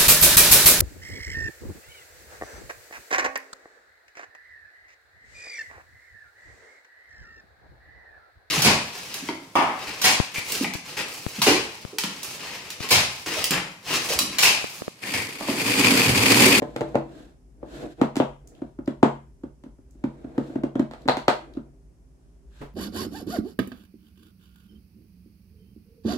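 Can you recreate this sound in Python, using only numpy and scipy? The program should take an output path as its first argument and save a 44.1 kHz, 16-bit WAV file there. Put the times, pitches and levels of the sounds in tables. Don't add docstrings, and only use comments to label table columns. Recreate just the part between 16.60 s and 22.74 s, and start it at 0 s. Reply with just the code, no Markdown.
import sys
import numpy as np
from scipy import signal
from scipy.fft import rfft, irfft
from scipy.io import wavfile
from scipy.ndimage import uniform_filter1d

SR = 44100
rng = np.random.default_rng(int(sys.argv[2]) if len(sys.argv) > 2 else 0)


def inscribe(sig):
    pcm = np.round(np.clip(np.atleast_2d(sig).T, -1, 1) * 32767)
    wavfile.write(sys.argv[1], SR, pcm.astype(np.int16))


N = 270774
SIZE = 16384
TIME_S, AGE_S = np.arange(N) / SR, np.arange(SIZE) / SR
BINS_HZ = np.fft.rfftfreq(SIZE, 1 / SR)

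# frequency in Hz, relative level in dB, t60 in seconds.
SHELL_MODES = [(328, 1, 0.35), (601.3, 2.5, 0.19), (733, -8.5, 0.15), (818.3, -2.5, .15), (874, -0.5, 0.12),
               (957, -8.5, 0.14), (1037, -2.5, .12), (1280, -7.5, 0.2), (1417, -8.5, .22), (1563, -7, 0.22),
               (2470, -9.5, .13), (2650, -1, 0.1), (4184, -3, 0.071), (4220, 0, 0.056)]


def latches():
    # start in seconds, relative level in dB, hardness in dB per octave, push on the table in dB,
    # flap resonance in dB, its frequency in Hz.
    snaps = [(1.414, -13, 0.76, 3.5, 3, 944), (1.556, -30, 6, -3, -1, 6400),
             (1.566, -28.5, 6.5, 11.5, 3, 5700), (1.6, -7.5, -3, -4.5, 9, 3240),
             (2.429, -2.5, -1.6, -4, 6.5, 7700), (4.311, -35, 2.5, -5.5, 5.5, 4300),
             (4.335, -32, 1.5, -13, 5, 4300), (4.478, -23, 3.5, 0.5, 0, 4300),
             (4.485, -5, -0.77, -18, 18, 4200), (4.494, -9.5, 0.1, -14.5, 5, 4230),
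             (4.569, -21.5, 3, -5, 5, 4440), (4.681, -3.5, 0.84, -14.5, 8.5, 4260)]
    return blows(snaps, clack_db=33, bass_db=-8.5, crack_db=-18, tick_db=-25,
                 thump_db=5.5, thump_hz=290, rise_s=0.0045, box_hz=590, box_db=-17.5, boom_db=-18.5,
                 rattle_db=-1, rattle_t60=0.081, shell_db=-57, lag_s=0.001, wet_db=-2, touch_db=-21.5)


def lid():
    # start in seconds, relative level in dB, hardness in dB per octave.
    hits = [(0.020, -17, 0), (0.027, -23, 2), (0.162, -18.5, 4), (0.208, -17.5, 2.5), (0.2145, -15, 0),
            (0.345, -18.5, -1.8), (0.354, -7, -0.04), (1.029, -25, -4)]
    return blows(hits, clack_db=29.5, bass_db=-3.5, crack_db=-20.5, tick_db=-28,
                 thump_db=-6.5, thump_hz=298, rise_s=0.0038, box_hz=460, box_db=-2.5, boom_db=-29,
                 rattle_db=-2, rattle_t60=0.027, shell_db=-47.5, lag_s=0.00088, wet_db=-3.5, touch_db=-17)


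def knocks():
    # start in seconds, relative level in dB, hardness in dB per octave.
    hits = [(2.018, -32, -1), (2.187, -33.5, -2), (2.276, -24, 1.4), (2.835, -34.5, -0.5),
            (3.037, -46.5, 4), (3.06, -45.5, -1.5), (3.185, -54, -5.5), (3.351, -56.5, -4.5),
            (3.439, -24.5, 0.5), (3.643, -36.5, -1), (3.779, -21.5, 0.46), (3.898, -39.5, -4),
            (3.956, -26.5, -0.6), (4.035, -23, 0.7), (4.154, -25, 0.4), (4.194, -19, 0.84),
            (4.455, -34, -0.5), (4.970, -31.5, -1.2)]
    return blows(hits, clack_db=32.5, bass_db=3, crack_db=-19, tick_db=-26,
                 thump_db=12.3, thump_hz=287, rise_s=0.005, box_hz=563.6, box_db=-10, boom_db=-26,
                 rattle_db=-1, rattle_t60=0.027, shell_db=-53.5, lag_s=0.001, wet_db=-1.5, touch_db=-17.5)


def blows(hits, clack_db, bass_db, crack_db, tick_db, thump_db, thump_hz, rise_s, box_hz, box_db,
          boom_db, rattle_db, rattle_t60, shell_db, lag_s, wet_db, touch_db,
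          touch_s=0.0022, grip_spread=0.04, flap_half_width_hz=600):
    # frequency in Hz, relative level in dB, t60 in seconds.
    table_mode = [(146, -1, 0.033)]
    boom = undb(boom_db) * ring(table_mode)
    octaves = np.log2(np.clip(BINS_HZ, 560, 7500) / 560)
    direct, send = np.zeros((2, 2, N))
    for start_s, db, hardness, *latch in hits:
        push_db, flap_db, flap_hz = latch or (0, 0, 0)
        bending_db = flap_db / (1 + ((BINS_HZ - flap_hz) / flap_half_width_hz) ** 2)
        colour_db = contour([(200, bass_db + push_db), (750, 0.0095), (2600, crack_db), (8000, tick_db)])
        colour_db = colour_db + hardness * octaves + bending_db
        plastic = undb(clack_db) * clack(colour_db, rattle_db, rattle_t60, shell_db)
        stiffness = 1 + grip_spread * rng.uniform(-0.91, 1)
        thud = undb(thump_db + push_db) * thump(thump_hz * stiffness, rise_s / stiffness, box_hz, box_db)
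        sound = undb(db) * (plastic + thud)
        hit_s = start_s + lag_s
        add(direct, hit_s - touch_s / stiffness, undb(db + touch_db) * plastic)
        add(direct, hit_s, sound + undb(db) * boom)
        add(send, hit_s, sound * undb(wet_db))
    return np.array([direct, send])


def clack(colour_db, rattle_db, rattle_t60, shell_db, scrape_db=-5, scrape_t60=0.0061):
    # frequency in Hz, relative level in dB.
    spectrum = [(40, -22.5), (130, -4), (280, 3), (480, 2.5), (720, -1.5), (1100, -5), (1600, -5),
                (2500, -4.5), (3400, -7), (4300, -9.5), (5400, -14.5), (7500, -13), (11000, -23),
                (16000, -31)]
    contact = undb(rattle_db) * scatter(burst(0.0011, rattle_t60), passes=1)
    contact += undb(scrape_db) * scatter(burst(0.00029, scrape_t60), passes=1)
    modes = [(hz, db + 2 * rng.standard_normal(), t60) for hz, db, t60 in SHELL_MODES]
    contact += undb(shell_db) * ring(modes)
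    contact[:, 0] += 1
    return -irfft(rfft(contact) * minimum_phase(contour(spectrum) + colour_db))


def thump(hz, rise_s, box_hz, box_db, box_t60=0.038, overtone_ratio=2.6, overtone_db=-13):
    swell = (AGE_S / rise_s * np.exp(1 - AGE_S / rise_s)) ** 3
    pitch_hz = box_hz * rng.uniform(0.928, 1.06)
    box = ring([(pitch_hz, box_db, box_t60),
                (pitch_hz * overtone_ratio, box_db + overtone_db, box_t60 / 2)])
    return box - np.sin(2 * np.pi * hz * AGE_S) * swell


def radiate(x, corner_hz=115):
    return signal.sosfilt(signal.butter(2, corner_hz, "high", fs=SR, output="sos"), x)


def rubbing(slide_db=-1, brush_db=3, shell_db=-6, slip_db=2, patchy_db=1):
    # middle in seconds, length in seconds, relative level in dB.
    slides = [(0.07, 0.61, -45), (0.32, 0.33, -43.5), (0.6, 0.26, -46.5), (1.15, 0.24, -42.5),
              (1.258, 0.12, -33), (1.405, 0.044, -36), (1.94, 0.25, -52), (3.6, 0.45, -51.5),
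              (3.88, 0.44, -43.5), (4.43, 0.12, -48.5), (4.88, 0.46, -49.5)]
    # middle in seconds, length in seconds, relative level in dB.
    brushes = [(0.07, 0.38, -64), (0.31, 0.2, -62.5), (0.59, 0.26, -61), (1.19, 0.2, -51.5),
               (1.32, 0.05, -62.5), (1.4, 0.074, -64), (2.02, 0.257, -73), (3.6, 0.51, -73.5),
               (3.87, 0.25, -62), (4.41, 0.13, -67), (4.92, 0.206, -78.5), (5.68, 0.26, -82.5),
               (6.01, 0.18, -61.5)]
    # frequency in Hz, relative level in dB.
    slide_spectrum = [(71, -45.5), (120, -9.5), (145, -9), (178, -16), (327, -2), (412, -14.5), (485, -8.5),
                      (544, -19.5), (610, -11), (684, -13.5), (928, -28), (1620, -32), (2500, -37.5),
                      (3250, -65), (5500, -120)]
    # frequency in Hz, relative level in dB.
    brush_spectrum = [(590, -23.5), (1000, -5), (1180, -8), (1610, 0), (2080, -12.5), (3800, -7.5),
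                      (4170, -12.5), (6110, -17), (7700, -14.5), (8960, -23.5), (10900, -21.5),
                      (15100, -33.5), (16000, -39.5)]
    shell = unit(irfft(diffuse(N) * rfft(ring(SHELL_MODES), N), N))
    sliding = strokes(slides) * undb(slide_db + slip_db * wander(70)) * noise(slide_spectrum)
    brush_gain = strokes(brushes) * undb(brush_db + patchy_db * wander(74))
    return sliding + brush_gain * (noise(brush_spectrum) + undb(shell_db) * shell)


def strokes(moves, end_drop_db=11.5, roundness=1.85):
    return sum(undb(db - end_drop_db * abs(2 * (TIME_S - middle_s) / length_s) ** roundness)
               for middle_s, length_s, db in moves)


def ticks(gain_db=23, click_db=-4, scratch_t60=0.012, q=4):
    # start in seconds, relative level in dB, resonance in Hz.
    scratches = [(1.874, -42, 7000), (1.95, -47.5, 3080), (2.2586, -47.5, 4640), (3.3088, -53.5, 7000),
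                 (4.419, -48, 4000), (4.937, -45.5, 3800)]
    track = np.zeros((2, N))
    bins_hz = BINS_HZ + 1
    for start_s, db, hz in scratches:
        resonance = 1 / (1 + 1j * q * (bins_hz / hz - hz / bins_hz))
        contact = undb(click_db) + rfft(scatter(burst(0.0015, scratch_t60), passes=1))
        add(track, start_s, undb(db + gain_db) * irfft(contact * resonance))
    return track


def bump(gain_db=30):
    # start in seconds, relative level in dB.
    nudges = [(6.007, -33), (6.014, -40)]
    colour_db = contour([(50, 20), (150, 7.5), (300, 23), (700, 7), (2500, -6.5), (6000, -22),
                         (15000, -26)])
    pulse = irfft(minimum_phase(colour_db))
    track = np.zeros(N)
    for start_s, db in nudges:
        add(track, start_s, undb(db + gain_db) * pulse)
    return track


def kitchen(send, early_s=0.0082, early_t60=0.14, late_s=0.022):
    # band in Hz, early reflections in dB, late tail in dB, tail t60 in seconds.
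    bands = [(55, -2.5, -2.5, 0.64), (95.3, -17, -14.5, 0.92), (149, -7, -6.5, 0.15),
             (301, -10, -17.5, 0.28), (615, -4, -5.5, 0.27), (1208, -1, -4.5, 0.31),
             (2570, -2.5, -7.5, 0.37), (4490, -4, -4.5, 0.28), (8260, -2.5, -9.5, 0.41),
             (14940, -5, -9.5, .3)]
    # frequency in Hz, level in dB, t60 in seconds.
    standing_waves = [(140.3, -49, 0.49), (224.4, -63, 0.4)]
    early = rfft(scatter(burst(early_s, early_t60)))
    response = ring(standing_waves)
    for band_hz, early_db, late_db, t60 in bands:
        share = contour([(hz, hz == band_hz) for hz, *_ in bands])
        late = rfft(scatter(burst(late_s, t60)))
        response = response + irfft(undb(early_db) * early * share + undb(late_db) * late * np.sqrt(share))
    taper = np.minimum((AGE_S[-1] - AGE_S) * 10, 1) ** 2
    return signal.fftconvolve(send, response * taper, axes=1)[:, :N]


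def ambience(rumble_db=-51.5, hum_db=-3, waver_db=2):
    # frequency in Hz, relative level in dB.
    spectrum = [(20, -29), (36, -16.5), (55, -2.5), (86, -24.5), (150, -20), (193, -27), (357, -30),
                (399, -22.5), (434, -39), (542, -37), (1260, -49), (1910, -53), (4060, -60.5),
                (5300, -53.5), (10500, -57), (15500, -73)]
    # frequency in Hz, relative level in dB.
    hum_tones = [(48.4, -64), (140.0, -66), (258.4, -64), (393.0, -76)]
    hum = sum(undb(db + hum_db + waver_db * wander(18)) * np.sin(2 * np.pi * hz * TIME_S + wander(7.7))
              for hz, db in hum_tones)
    return undb(rumble_db) * noise(spectrum) + hum


def undb(db):
    return 10 ** (np.asarray(db) / 20)


def unit(x):
    return x / np.sqrt(np.mean(x ** 2))


def fade(t60):
    return np.exp(-np.log(1000) * AGE_S / t60)


def ring(modes):
    return sum(undb(db) * np.sin(2 * np.pi * hz * AGE_S) * fade(t60) for hz, db, t60 in modes)


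def burst(onset_s, t60):
    shape = fade(t60) * (1 - np.exp(-(AGE_S / onset_s) ** 4))
    return shape / np.sqrt(np.sum(shape ** 2))


def contour(points, size=SIZE):
    hz, values = np.transpose(points)
    return np.interp(np.log(np.fft.rfftfreq(size, 1 / SR) + 1), np.log(hz), values)


def minimum_phase(db):
    cepstrum = irfft(np.log(undb(db)))
    cepstrum[1:SIZE // 2] *= 2
    cepstrum[SIZE // 2 + 1:] = 0
    return np.exp(rfft(cepstrum))


def diffuse(size, alike_hz=1000, bass_likeness=0.85):
    likeness = bass_likeness * np.sinc(np.fft.rfftfreq(size, 1 / SR) / alike_hz)
    mid, side = np.exp(2j * np.pi * rng.random((2, size // 2 + 1))) * np.sqrt(size / 2)
    return mid * np.sqrt(1 + likeness) + np.array([[1], [-1]]) * side * np.sqrt(1 - likeness)


def scatter(envelope, smooth_bins=41, passes=3):
    grain = irfft(diffuse(SIZE))
    for _ in range(passes):
        power = np.mean(abs(rfft(grain * envelope)) ** 2, axis=0)
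        grain = irfft(rfft(grain) / np.sqrt(uniform_filter1d(power, smooth_bins)))
    return grain * envelope


def noise(spectrum):
    return unit(irfft(diffuse(N) * undb(contour(spectrum, N)), N))


def wander(rate_hz):
    hold = int(SR / rate_hz)
    steps = np.repeat(rng.standard_normal(N // hold + 1), hold)
    return unit(uniform_filter1d(steps, hold)[:N])


def add(track, start_s, sound):
    i = max(int(start_s * SR), 0)
    track[..., i:i + SIZE] += sound[..., :N - i]


def scene(port_lag_s=0.00017):
    direct, send = radiate(lid() + latches() + knocks()) + ticks()
    ports = np.array([direct[0], np.roll(direct[1], round(port_lag_s * SR))])
    return ports + kitchen(send + bump()) + rubbing() + ambience()


def record(dry, low_cut_hz=32, top_hz=15900):
    thinned = signal.sosfilt(signal.butter(3, low_cut_hz, "high", fs=SR, output="sos"), dry)
    return signal.sosfilt(signal.ellip(10, 0.1, 80, top_hz, fs=SR, output="sos"), np.clip(thinned, -1, 1))


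dry = scene()
out = record(dry)
inscribe(out)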